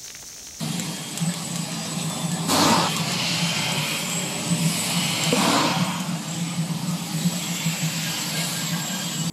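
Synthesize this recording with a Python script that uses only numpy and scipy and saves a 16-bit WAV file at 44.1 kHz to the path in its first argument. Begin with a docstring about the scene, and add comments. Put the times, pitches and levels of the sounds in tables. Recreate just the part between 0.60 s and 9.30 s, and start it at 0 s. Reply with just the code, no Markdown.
"""A tubular chain conveyor runs on a factory floor: discs rub and thud through the steel tube, which booms low,
and links tick over the sprockets. Farther off the hall murmurs, motors whine, rubbed steel and the ground work
ring, and a grinder hisses and bogs down when pressed on the work. Twice something heavy is dragged with a broad
roar; once a hollow housing is knocked."""
import sys
import numpy as np
from scipy import signal
from scipy.fft import rfft, irfft
from scipy.io import wavfile
from scipy.ndimage import uniform_filter1d

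SR = 44100
rng = np.random.default_rng(int(sys.argv[2]) if len(sys.argv) > 2 else 0)


def dump(signal):
    """Clip the signal to [-1, 1] and save it as 16-bit WAV at the path in sys.argv[1]."""
    limited = np.clip(np.atleast_2d(signal).T, -1, 1)
    pcm = np.round(limited * 32767).astype(np.int16)
    wavfile.write(sys.argv[1], SR, pcm)


N = 383669
TIME_S = np.arange(N) / SR


def amp(db):
    return 10 ** (np.asarray(db) / 20)


def unit_rms(x):
    return x / np.sqrt(np.mean(x ** 2) + 1e-20)


def highpass(x, order, hz):
    return signal.sosfilt(signal.butter(order, hz, "high", fs=SR, output="sos"), x)


def curves(rows):
    """Columns after the time column, interpolated per sample."""
    times_s, *columns = np.transpose(rows)
    return [np.interp(TIME_S, times_s, column) for column in columns]


def drift(rate_hz):
    """Slow unit-rms noise: two one-pole low-passes at SR / 40."""
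    r = np.exp(-2 * np.pi * rate_hz * 40 / SR)
    slow = signal.lfilter([1], [1, -2 * r, r * r], rng.standard_normal(N // 40 + 2002))[2000:]
    return np.interp(np.arange(N) / 40, np.arange(len(slow)), unit_rms(slow))


def resonate(x, hz, width_hz):
    """One resonance, unit peak gain."""
    r = np.exp(-np.pi * width_hz / SR)
    poles = [1, -2 * r * np.cos(2 * np.pi * hz / SR), r * r]
    return signal.lfilter([(1 - r * r) / 2, 0, (r * r - 1) / 2], poles, x + 1e-18)


def body(x, modes):
    """Parallel resonances, alternating signs."""
    return sum((-1) ** k * amp(db) * resonate(x, hz, width_hz)
               for k, (hz, width_hz, db) in enumerate(modes))


def strike(blows, modes, spread_db):
    """Each blow rings every mode at a random strength."""
    times_s, levels_db = np.transpose(blows)
    scatter_db = spread_db * rng.normal(0, 1, (len(blows), len(modes)))
    out = np.zeros(N)
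    for k, (hz, db, t60_s) in enumerate(modes):
        clicks = np.zeros(N)
        clicks[(times_s * SR).astype(int)] = amp(levels_db + db + scatter_db[:, k])
        r, w = amp(-60 / (t60_s * SR)), 2 * np.pi * hz / SR
        out += signal.lfilter([0, np.sin(w)], [1, -2 * r * np.cos(w), r * r], clicks + 1e-18)
    return out


def coloured_noise(spectrum, flicker_db, tilt_db_oct=0.0):
    """Flickering fifth-octave noise bands, tilted above 1.5 kHz."""
    points_hz, points_db = np.transpose(spectrum)
    edges_hz = points_hz[0] * 2 ** np.arange(0, np.log2(points_hz[-1] / points_hz[0]) + .1, 1 / 5)
    white, common = rng.standard_normal((2, N)), drift(4.5)
    out = power = 0
    for k, (low, high) in enumerate(zip(edges_hz, edges_hz[1:])):
        hz = np.sqrt(low * high)
        db = np.interp(np.log(hz), np.log(points_hz), points_db)
        band = signal.sosfilt(signal.butter(2, [low, high], "band", fs=SR, output="sos"), white[k % 2])
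        power += amp(2 * db) * np.mean(band ** 2)
        wander_db = flicker_db * (0.38 * common + drift(7.5))
        out += band * amp(db + wander_db + tilt_db_oct * max(0, np.log2(hz / 1500)))
    return out / np.sqrt(power)


def wavering_tone(hz, blur_hz, steady, flicker_db=3):
    """A tone plus the narrow noise band that hall scattering makes of it."""
    phase = 2 * np.pi * np.cumsum(hz) / SR
    tone = (steady + drift(blur_hz)) * np.sin(phase) + drift(blur_hz) * np.cos(phase)
    return unit_rms(tone) * amp(flicker_db * drift(10.8))


def echoes(x, t60_s, tail_db):
    """Direct sound plus a decaying noise tail; power kept."""
    t = np.arange(int(t60_s * SR)) / SR
    response = rng.standard_normal(len(t)) * amp(-60 * t / t60_s) * (t > .004)
    response *= amp(tail_db) / np.sqrt(np.sum(response ** 2))
    response[0] = 1
    return signal.fftconvolve(x, response)[:len(x)] / np.sqrt(1 + amp(2 * tail_db))


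def shifting_ripple(x, t60_s, tail_db, step_s):
    """Short random echoes, redrawn every step, give a shifting, finely rippled colour."""
    hop = int(step_s * SR)
    window = np.hanning(2 * hop + 1)[:-1]
    padded, out = np.pad(x, (hop, 2 * hop)), np.zeros(N + 5 * hop)
    for i in range(0, N + hop, hop):
        stretch = np.pad(padded[i:i + 2 * hop] * window, (0, hop))
        out[i:i + 3 * hop] += echoes(stretch, t60_s, tail_db)
    return out[hop:hop + N]


# steel tube modes: (frequency [Hz], width [Hz], gain [dB])
TUBE_MODES = [(159.8, 16.4, -1), (172.2, 20.2, 1), (221.7, 24.7, -5.5), (301.2, 20, -10.5),
              (111, 19, -18.5)]
# rubbing in the tube: (time [s], level [dB])
RUB_LEVELS = [(0.0, -27), (0.5, -37), (1.5, -32.5), (2.4, -33.5), (3.7, -36.5), (3.95, -26), (4.3, -36),
              (5.0, -31.5), (5.5, -34), (6.5, -33.5), (7.5, -35), (8.7, -35.5)]

def disc_rub(period_s=0.35, tight_s=0.27, throb_db=1):
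    """Rubbing discs drive the tube modes; one swell per passing disc."""
    db, = curves(RUB_LEVELS)
    throb = np.cos(2 * np.pi * (TIME_S - tight_s) / period_s)
    return amp(db + throb_db * throb) * unit_rms(body(rng.standard_normal(N), TUBE_MODES))


# hall murmur: (time [s], low part [dB], high part [dB])
MURMUR_LEVELS = [(0.0, -36, -35.5), (0.51, -36.5, -36), (1.74, -33.5, -36), (2.28, -30.5, -31),
                 (3.03, -28.5, -32), (3.7, -33.5, -33.5), (4.31, -31.5, -31.5), (4.75, -27.5, -34),
                 (5.43, -35, -36.5), (6.18, -37, -37.5), (6.98, -35.5, -32), (7.41, -37.5, -31.5),
                 (7.8, -34, -32.5), (8.15, -34, -33), (8.7, -36, -33)]
# spectra of the two parts: (frequency [Hz], relative density [dB])
MURMUR_LOW = [(18, -79), (30, -38), (75, -57), (108, -15.5), (124, -12), (143, -5), (162, -1.5),
              (241, -17.5), (305, -14), (400, -26.5), (520, -17), (823, -15), (1100, -17.5), (1300, -21.5),
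              (1690, -62), (2860, -120)]
MURMUR_HIGH = [(1400, -31), (1750, 2), (2100, -1.5), (3300, 2.5), (4200, 1.5), (5800, -1), (7000, 1),
               (8000, -4.5), (8500, -13.5), (9700, -1.5), (11500, -10.5), (14000, -20)]

def hall_murmur():
    """Flickering rumble and hiss."""
    low_db, high_db = curves(MURMUR_LEVELS)
    rumble = amp(low_db) * coloured_noise(MURMUR_LOW, flicker_db=2.5)
    return rumble + amp(high_db) * coloured_noise(MURMUR_HIGH, flicker_db=2.0)


# narrow murmur bands: (time [s], lower band [dB], upper band [dB])
BAND_LEVELS = [(0.0, -46.5, -55), (1.69, -49.5, -62), (1.99, -33, -51), (2.11, -46, -48), (2.32, -39, -51),
               (3.0, -53, -38.5), (3.9, -42.5, -54.5), (4.65, -50, -43), (4.94, -55, -35), (5.31, -67, -43),
               (5.82, -52, -56.5), (6.76, -50.5, -53.5), (7.61, -61, -45), (8.7, -53, -56)]
# their resonances: (frequency [Hz], width [Hz])
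BAND_RESONANCES = [(395, 110), (1420, 350)]

def murmur_bands():
    """Two noise bands rise and sink independently."""
    out = 0
    for db, (hz, width_hz) in zip(curves(BAND_LEVELS), BAND_RESONANCES):
        band = resonate(rng.standard_normal(N), hz, width_hz)
        out += amp(db) * unit_rms(resonate(band, hz, width_hz))
    return out


# motor whines, one list each: (time [s], pitch [Hz], level [dB])
MOTOR_CURVES = [
    [(.35, 8030, -53), (.7, 8020, -41), (1.1, 8015, -45), (1.6, 8008, -42), (2.4, 7990, -46),
     (3.5, 7985, -40), (4.35, 8010, -37), (4.7, 8010, -42), (5.0, 8015, -48), (6.25, 8012, -51)],
    [(0, 8125, -46), (.4, 8050, -49), (.7, 8010, -44), (1.2, 7950, -42), (1.9, 7870, -42), (2.1, 7850, -58)],
    [(2.6, 8150, -56), (3.0, 8200, -51), (4.0, 8130, -50), (4.6, 8220, -46), (5.3, 8225, -47),
     (6.0, 8050, -58)],
    [(6.25, 7960, -48), (6.5, 7860, -45), (7.1, 7710, -38), (7.5, 7670, -38), (7.75, 7645, -43),
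     (8.0, 7630, -40), (8.25, 7625, -36), (8.7, 7650, -40)],
    [(6.65, 7960, -52), (6.9, 7900, -45), (7.5, 7850, -45), (8.0, 7810, -43), (8.7, 7800, -44)],
]

def motor_whines(fade_s=.02):
    """Gliding motor tones, blurred by the hall."""
    out = 0
    for rows in MOTOR_CURVES:
        hz, db = curves(rows)
        start_s, end_s = rows[0][0], rows[-1][0]
        gate = np.clip(np.minimum(TIME_S - start_s, end_s - TIME_S) / fade_s + 1, 0, 1)
        out += gate * amp(db) * wavering_tone(hz, blur_hz=30, steady=1.3)
    return out


# rings of rubbed steel, and of the workpiece while the grinder presses: (start [s], end [s], pitch [Hz], width
# [Hz], level [dB])
STEEL_RINGS = [(0, .65, 3235, 22, -45), (.78, 1.4, 4850, 20, -45), (1.43, 1.76, 3520, 18, -42),
               (1.7, 1.8, 1715, 40, -42), (2.27, 2.38, 3220, 25, -37), (2.6, 3.9, 3235, 22, -44),
               (2.4, 4.3, 590, 16, -46), (2.0, 4.7, 5200, 50, -48), (0, 1.9, 8650, 30, -53),
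               (3.98, 4.27, 10000, 60, -40), (7.43, 7.58, 1620, 20, -42), (7.72, 7.86, 1619, 20, -38),
               (7.92, 8.05, 1614, 20, -40), (8.1, 8.27, 1615, 28, -40), (8.28, 8.46, 1615, 28, -41),
               (8.51, 8.62, 1612, 30, -46), (8.18, 8.62, 3210, 40, -40), (8.22, 8.45, 2935, 25, -43),
               (8.48, 8.7, 2937, 20, -41), (7.76, 7.83, 2170, 40, -38), (4.78, 5.2, 965, 25, -33),
               (5.2, 5.45, 965, 30, -41), (8.56, 8.8, 4658, 22, -40), (8.38, 8.5, 4670, 60, -42),
               (6.4, 6.8, 4550, 60, -48), (.67, .75, 1700, 50, -45), (2.5, 2.8, 2930, 50, -37),
               (2.6, 3.4, 3075, 40, -39), (2.42, 2.95, 4200, 130, -38), (2.55, 2.9, 4720, 25, -43),
               (2.9, 3.45, 2460, 90, -39), (4.3, 4.8, 3000, 170, -34), (4.3, 4.65, 4290, 80, -42),
               (6.8, 6.9, 3320, 60, -39), (6.9, 7.12, 3460, 80, -41), (6.85, 7.08, 2140, 40, -43),
               (7.4, 7.75, 3110, 70, -42), (7.7, 7.92, 3217, 40, -40), (7.5, 7.9, 4495, 30, -42),
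               (7.35, 7.8, 4680, 50, -43), (7.25, 7.6, 2760, 60, -46)]

def steel_rings(clear_width_hz=23, fade_share=.3):
    """Steel rings swell and sink back; narrow rings hold as clear tones."""
    out = np.zeros(N)
    for start_s, end_s, hz, width_hz, db in STEEL_RINGS:
        span = slice(int(start_s * SR), int(end_s * SR))
        t = TIME_S[span]
        ramp = np.clip(np.minimum(t - start_s, end_s - t) / (fade_share * (end_s - start_s)), 0, 1)
        phase = 2 * np.pi * hz * t
        ring = (clear_width_hz / width_hz + drift(width_hz)[span]) * np.sin(phase)
        ring += drift(width_hz)[span] * np.cos(phase)
        out[span] += np.sin(np.pi / 2 * ramp) * amp(db) * unit_rms(ring)
    return out


# grinding contact: (time [s], level [dB], high modes re low [dB], top modes re low [dB])
GRIND_LEVELS = [(0.0, -49.5, 7, 10), (1.04, -45.5, 0, 5.5), (1.9, -51, 6, 12.5), (2.25, -37, 5, -18),
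                (2.32, -31.5, -6, -2), (2.42, -36, -2, -9), (2.6, -29.5, 1.5, -12), (3.22, -29.5, -6, -6.5),
                (3.39, -32.5, -3.5, 0.5), (3.63, -35.5, -8, -6.5), (3.95, -38.5, -6, -1),
                (4.07, -34, 0.5, 3), (4.55, -32.5, -1.5, -2), (4.88, -30, -2, -5), (5.06, -31.5, -3, -20),
                (5.2, -33.5, -6, -14), (5.43, -42, -11, -5), (6.3, -48.5, 4, 6), (6.6, -45.5, 4, 4.5),
                (6.98, -38, -4, -3), (7.4, -36, -7, -3), (7.7, -38.5, 1, -0.5), (7.8, -34.5, 2, 2),
                (7.87, -39, 6.5, 7), (7.97, -39, 4.5, 4), (8.09, -40.5, 4, -7), (8.7, -52, 6.5, 7)]
# workpiece modes: (frequency [Hz], width [Hz], gain [dB])
WORK_LOW_MODES = [(2193, 265, 4), (2493, 57, 7.5), (2586, 60, 5.5), (2765, 84, 7), (2960, 68, 6),
                  (3085, 47, 7), (3225, 113, 4)]
WORK_HIGH_MODES = [(4110, 770, 4.5), (4780, 170, 8), (5030, 400, 3)]
WORK_TOP_MODES = [(7180, 380, 2.5), (9800, 1300, 2)]
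# highest hiss: (time [s], level [dB])
AIR_LEVELS = [(0.0, -47), (1.84, -51), (1.91, -34), (2.25, -63), (2.3, -42), (2.71, -53), (3.34, -38),
              (3.93, -50), (4.09, -38), (5.94, -52.5), (6.66, -41), (7.9, -38.5), (8.63, -42), (8.7, -47)]
# its resonances: (frequency [Hz], width [Hz], gain per pass [dB])
AIR_MODES = [(11840, 1400, 0), (13600, 770, -4)]

def grinder_hiss(wander_db=1.8):
    """Grit scratches ring the workpiece; modes wax and wane as the contact wanders."""
    db, high_db, top_db = curves(GRIND_LEVELS)
    air_db, = curves(AIR_LEVELS)
    grit = rng.standard_normal((4, N)) * amp(drift(42))
    grit = highpass(grit, order=4, hz=1800)   # fine grit holds no bass
    ringing = []
    for scratches, modes in zip(grit, (WORK_LOW_MODES, WORK_HIGH_MODES, WORK_TOP_MODES)):
        wandering = [(hz, width_hz, gain_db + wander_db * drift(2.2)) for hz, width_hz, gain_db in modes]
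        ringing.append(unit_rms(body(scratches, wandering)))
    low, high, top = ringing
    air = amp(air_db) * unit_rms(body(body(grit[3], AIR_MODES), AIR_MODES))
    return air + amp(db) * (low + amp(high_db) * high + amp(top_db) * top)


# disc thuds: (time [s], peak [dB], pitch [Hz])
DISC_THUDS = [(0.041, -26, 176), (0.092, -23.5, 151.6), (0.277, -27.5, 165.7), (0.61, -20.5, 159),
              (0.667, -21, 175), (0.986, -23.5, 167.7), (1.438, -21.5, 160.5), (1.571, -23, 159),
              (1.709, -22, 172), (1.962, -29, 179), (2.17, -19, 167), (2.394, -20, 162.4), (2.49, -35, 184),
              (2.817, -19, 171), (2.98, -23, 163), (3.172, -23, 157), (3.53, -23.5, 169), (3.9, -13.5, 171),
              (4.001, -21, 165), (4.044, -19.5, 164.5), (4.353, -19.5, 167), (4.387, -19.5, 171.5),
              (4.669, -19.5, 161.8), (4.768, -20, 195), (4.826, -28, 175), (4.863, -25, 185),
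              (5.193, -17.5, 179.5), (5.261, -23, 179), (5.386, -24, 183.6), (5.468, -22, 177),
              (5.516, -19.5, 164.5), (5.809, -21.5, 167.4), (5.979, -17.5, 161.8), (6.085, -23.5, 167),
              (6.141, -22, 163), (6.271, -19, 170.7), (6.304, -18.5, 167.5), (6.401, -28, 168),
              (6.536, -19.5, 166), (6.574, -23, 163.4), (6.644, -14.5, 172.4), (6.882, -23.5, 169.4),
              (7.056, -17.5, 164), (7.22, -19.5, 159), (7.337, -32, 175), (7.48, -26.5, 171),
              (7.661, -33, 162), (7.77, -21, 166.4), (7.838, -27, 172), (8.026, -23, 162),
              (8.114, -19.5, 165.5), (8.582, -23.5, 162.4), (8.643, -23, 167.6)]

def disc_thuds(rise_s=0.018, sharpness=0.99, soft_count=30):
    """Soft plastic contact builds up, then the tube rings out; quieter thuds fall at random."""
    soft_s = rng.random(soft_count) * N / SR
    soft_db = -28.5 - 0.5 * rng.standard_normal(soft_count)
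    soft_hz = rng.normal(166.5, 5.4, soft_count)
    t = np.arange(int(.2 * SR)) / SR
    swell = (t / rise_s * np.exp(1 - t / rise_s)) ** sharpness
    out = np.zeros(N)
    for start_s, db, hz in [*DISC_THUDS, *zip(soft_s, soft_db, soft_hz)]:
        i = int(start_s * SR)
        thud = amp(db) * swell * np.sin(2 * np.pi * (hz * t + rng.random()))
        out[i:i + len(t)] += thud[:N - i]
    return out


# links meeting sprocket teeth: (time [s], relative level [dB], ping pitch [Hz])
LINK_TICKS = [(0.197, -16, 6800), (0.364, -22, 6980), (0.575, -15, 9100), (0.7376, -19, 8400),
              (0.9557, -16, 7660), (1.1174, -24, 7800), (1.4985, -21, 8900), (1.716, -19, 7600),
              (2.0976, -17, 7500), (2.365, -13, 7600), (2.5187, -17, 7160), (3.1204, -19, 7600),
              (3.499, -20, 7980), (3.878, -22, 7500), (4.2608, -19, 7600), (4.637, -12, 7480),
              (5.019, -24, 7580), (5.401, -19, 7500), (5.7937, -24, 7700), (6.31, -24, 8320)]
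# link modes: (frequency [Hz], gain [dB], t60 [s])
LINK_MODES = [(3300, -6, 0.006), (4150, -2, 0.006), (5400, -6, 0.005), (6700, 1, 0.006), (7560, 6, 0.007),
              (8800, 2, 0.006), (9600, 1, 0.005), (11000, -6, .004), (12000, -5, .004), (13100, -10, 0.004)]

def link_ticks(touch_count=5, rattle_s=.012, rattle_db=-13, ping_db=-12, ping_t60_s=.045):
    """A link snaps onto a tooth: a short rattle of touches and a ping."""
    lags = rng.random((len(LINK_TICKS), touch_count)) ** 2
    touches = [(start_s + rattle_s * lag, db - 6 * lag)
               for (start_s, db, _), row in zip(LINK_TICKS, lags) for lag in row]
    out = amp(rattle_db) * strike(touches, LINK_MODES, spread_db=4)
    t = np.arange(int(.03 * SR)) / SR
    envelope = np.minimum(t / .004, 1) * amp(-60 * t / ping_t60_s)
    for start_s, db, hz in LINK_TICKS:
        i = int(start_s * SR)
        ping = unit_rms(resonate(rng.standard_normal(len(t)), hz, width_hz=300))
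        out[i:i + len(t)] += amp(db + ping_db) * envelope * ping
    return out


# drags: (start [s], crest [s], end [s], crest gain [dB], loss by end [dB],
#         start tilt [dB/oct], end tilt [dB/oct])
DRAGS = [(1.877, 2.08, 2.276, -18, 3.7, 4.8, -1), (4.744, 4.945, 5.58, -20.5, 17.4, 3, -6.5)]
# scrape spectrum: (frequency [Hz], relative density [dB])
DRAG_SPECTRUM = [(35, -63), (60, -44), (106, -2.5), (136, -22), (241, 5.5), (324, -1.5), (372, -13),
                 (535, -3), (807, -5.5), (946, 1), (1870, -17.5), (4160, -15), (6270, -23.5), (7360, -21),
                 (13900, -34.5)]

def drag_roars(attack_s=0.025, release_s=0.0057, swell_db=3.5, boom_s=0.358, boom_fade_s=0.033):
    """A heavy load scrapes, swells and falls away; the boom stops first, the treble dulls."""
    t = TIME_S
    gain = tilt_db_oct = bass_cut = 0
    for start_s, crest_s, end_s, db, loss_db, start_tilt, end_tilt in DRAGS:
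        gate = np.clip(np.minimum((t - start_s) / attack_s, (end_s - t) / release_s + 1), 0, 1)
        gain += gate * amp(np.interp(t, [start_s, crest_s, end_s], [db - swell_db, db, db - loss_db]))
        tilt_db_oct += (gate > 0) * np.interp(t, [start_s, end_s], [start_tilt, end_tilt])
        bass_cut += (gate > 0) * np.clip((t - start_s - boom_s) / boom_fade_s, 0, 1)
    full = coloured_noise(DRAG_SPECTRUM, flicker_db=2.0, tilt_db_oct=tilt_db_oct)
    upper = signal.sosfiltfilt(signal.butter(2, 520, "high", fs=SR, output="sos"), full)
    return gain * (full + bass_cut * (upper - full))


# grinder presses: (touch [s], lift [s], loaded pitch [Hz], pressed gain [dB], lifted gain [dB])
GRINDER_PRESSES = [(2.2, 3.38, 7000, -42, -33), (4.13, 5.44, 6650, -36, -42), (6.45, 8.05, 6400, -36, -38)]

def grinder_gear(start_hz=7400., free_hz=8700, sag_s=.8, recover_s=.6, case_hz=7620, case_width_hz=620):
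    """Gear whine sags under load, recovers when lifted and peaks at the case resonance."""
    hz, db = np.full(N, start_hz), np.full(N, -90.)
    for touch_s, lift_s, loaded_hz, pressed_db, lifted_db in GRINDER_PRESSES:
        stages = (touch_s, loaded_hz, sag_s, pressed_db), (lift_s, free_hz, recover_s, lifted_db)
        for start_s, goal_hz, lag_s, gain_db in stages:
            i = int(start_s * SR)
            hz[i:] = goal_hz + (hz[i] - goal_hz) * np.exp((start_s - TIME_S[i:]) / lag_s)
            db[i:] = gain_db
    case_gain = 1 / (1 + ((hz - case_hz) / case_width_hz) ** 2) ** 2
    envelope = uniform_filter1d(amp(db), size=SR // 8)
    whine = envelope * case_gain * wavering_tone(hz, blur_hz=100, steady=.4)
    return echoes(whine, t60_s=.55, tail_db=-4)


# blow on the housing: (time [s], level [dB])
HOUSING_BLOWS = [(4.727, -15)]
# housing modes: (frequency [Hz], gain [dB], t60 [s])
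HOUSING_MODES = [(485, 3, 0.11), (257.5, 2, 0.1), (540, -5, 0.1), (350, -8, .04), (950, -10, 0.05),
                 (1900, -14, .015)]

def housing_knock():
    """One blow rings a hollow housing."""
    return strike(HOUSING_BLOWS, HOUSING_MODES, spread_db=1.5)


def scene():
    """Far noises get a shifting, finely rippled colour; ticks and knock get the hall's tail."""
    far = hall_murmur() + murmur_bands() + grinder_hiss() + grinder_gear() + drag_roars()
    far = shifting_ripple(far, t60_s=0.063, tail_db=-8, step_s=.3)
    hits = highpass(link_ticks() + housing_knock(), order=2, hz=150)   # ticks and knock carry no bass
    near = echoes(hits, t60_s=0.41, tail_db=-8)
    return (far + near + disc_rub() + disc_thuds() + motor_whines() + steel_rings())[None]


def record(dry):
    """Microphone: no deep bass, less sensitive above its resonance, steep top cut."""
    shelf_hz, shelf_db, cutoff_hz = 8300, -3.5, 13950
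    dry = highpass(dry, order=3, hz=40)
    hz = np.arange(N // 2 + 1) * SR / N
    shelf = amp(shelf_db * np.clip((hz - shelf_hz) / 150, 0, 1))
    shelved = irfft(rfft(dry) * shelf, N)
    return signal.sosfilt(signal.ellip(12, .5, 70, cutoff_hz, fs=SR, output="sos"), shelved)


dry = scene()
out = record(dry)
dump(out)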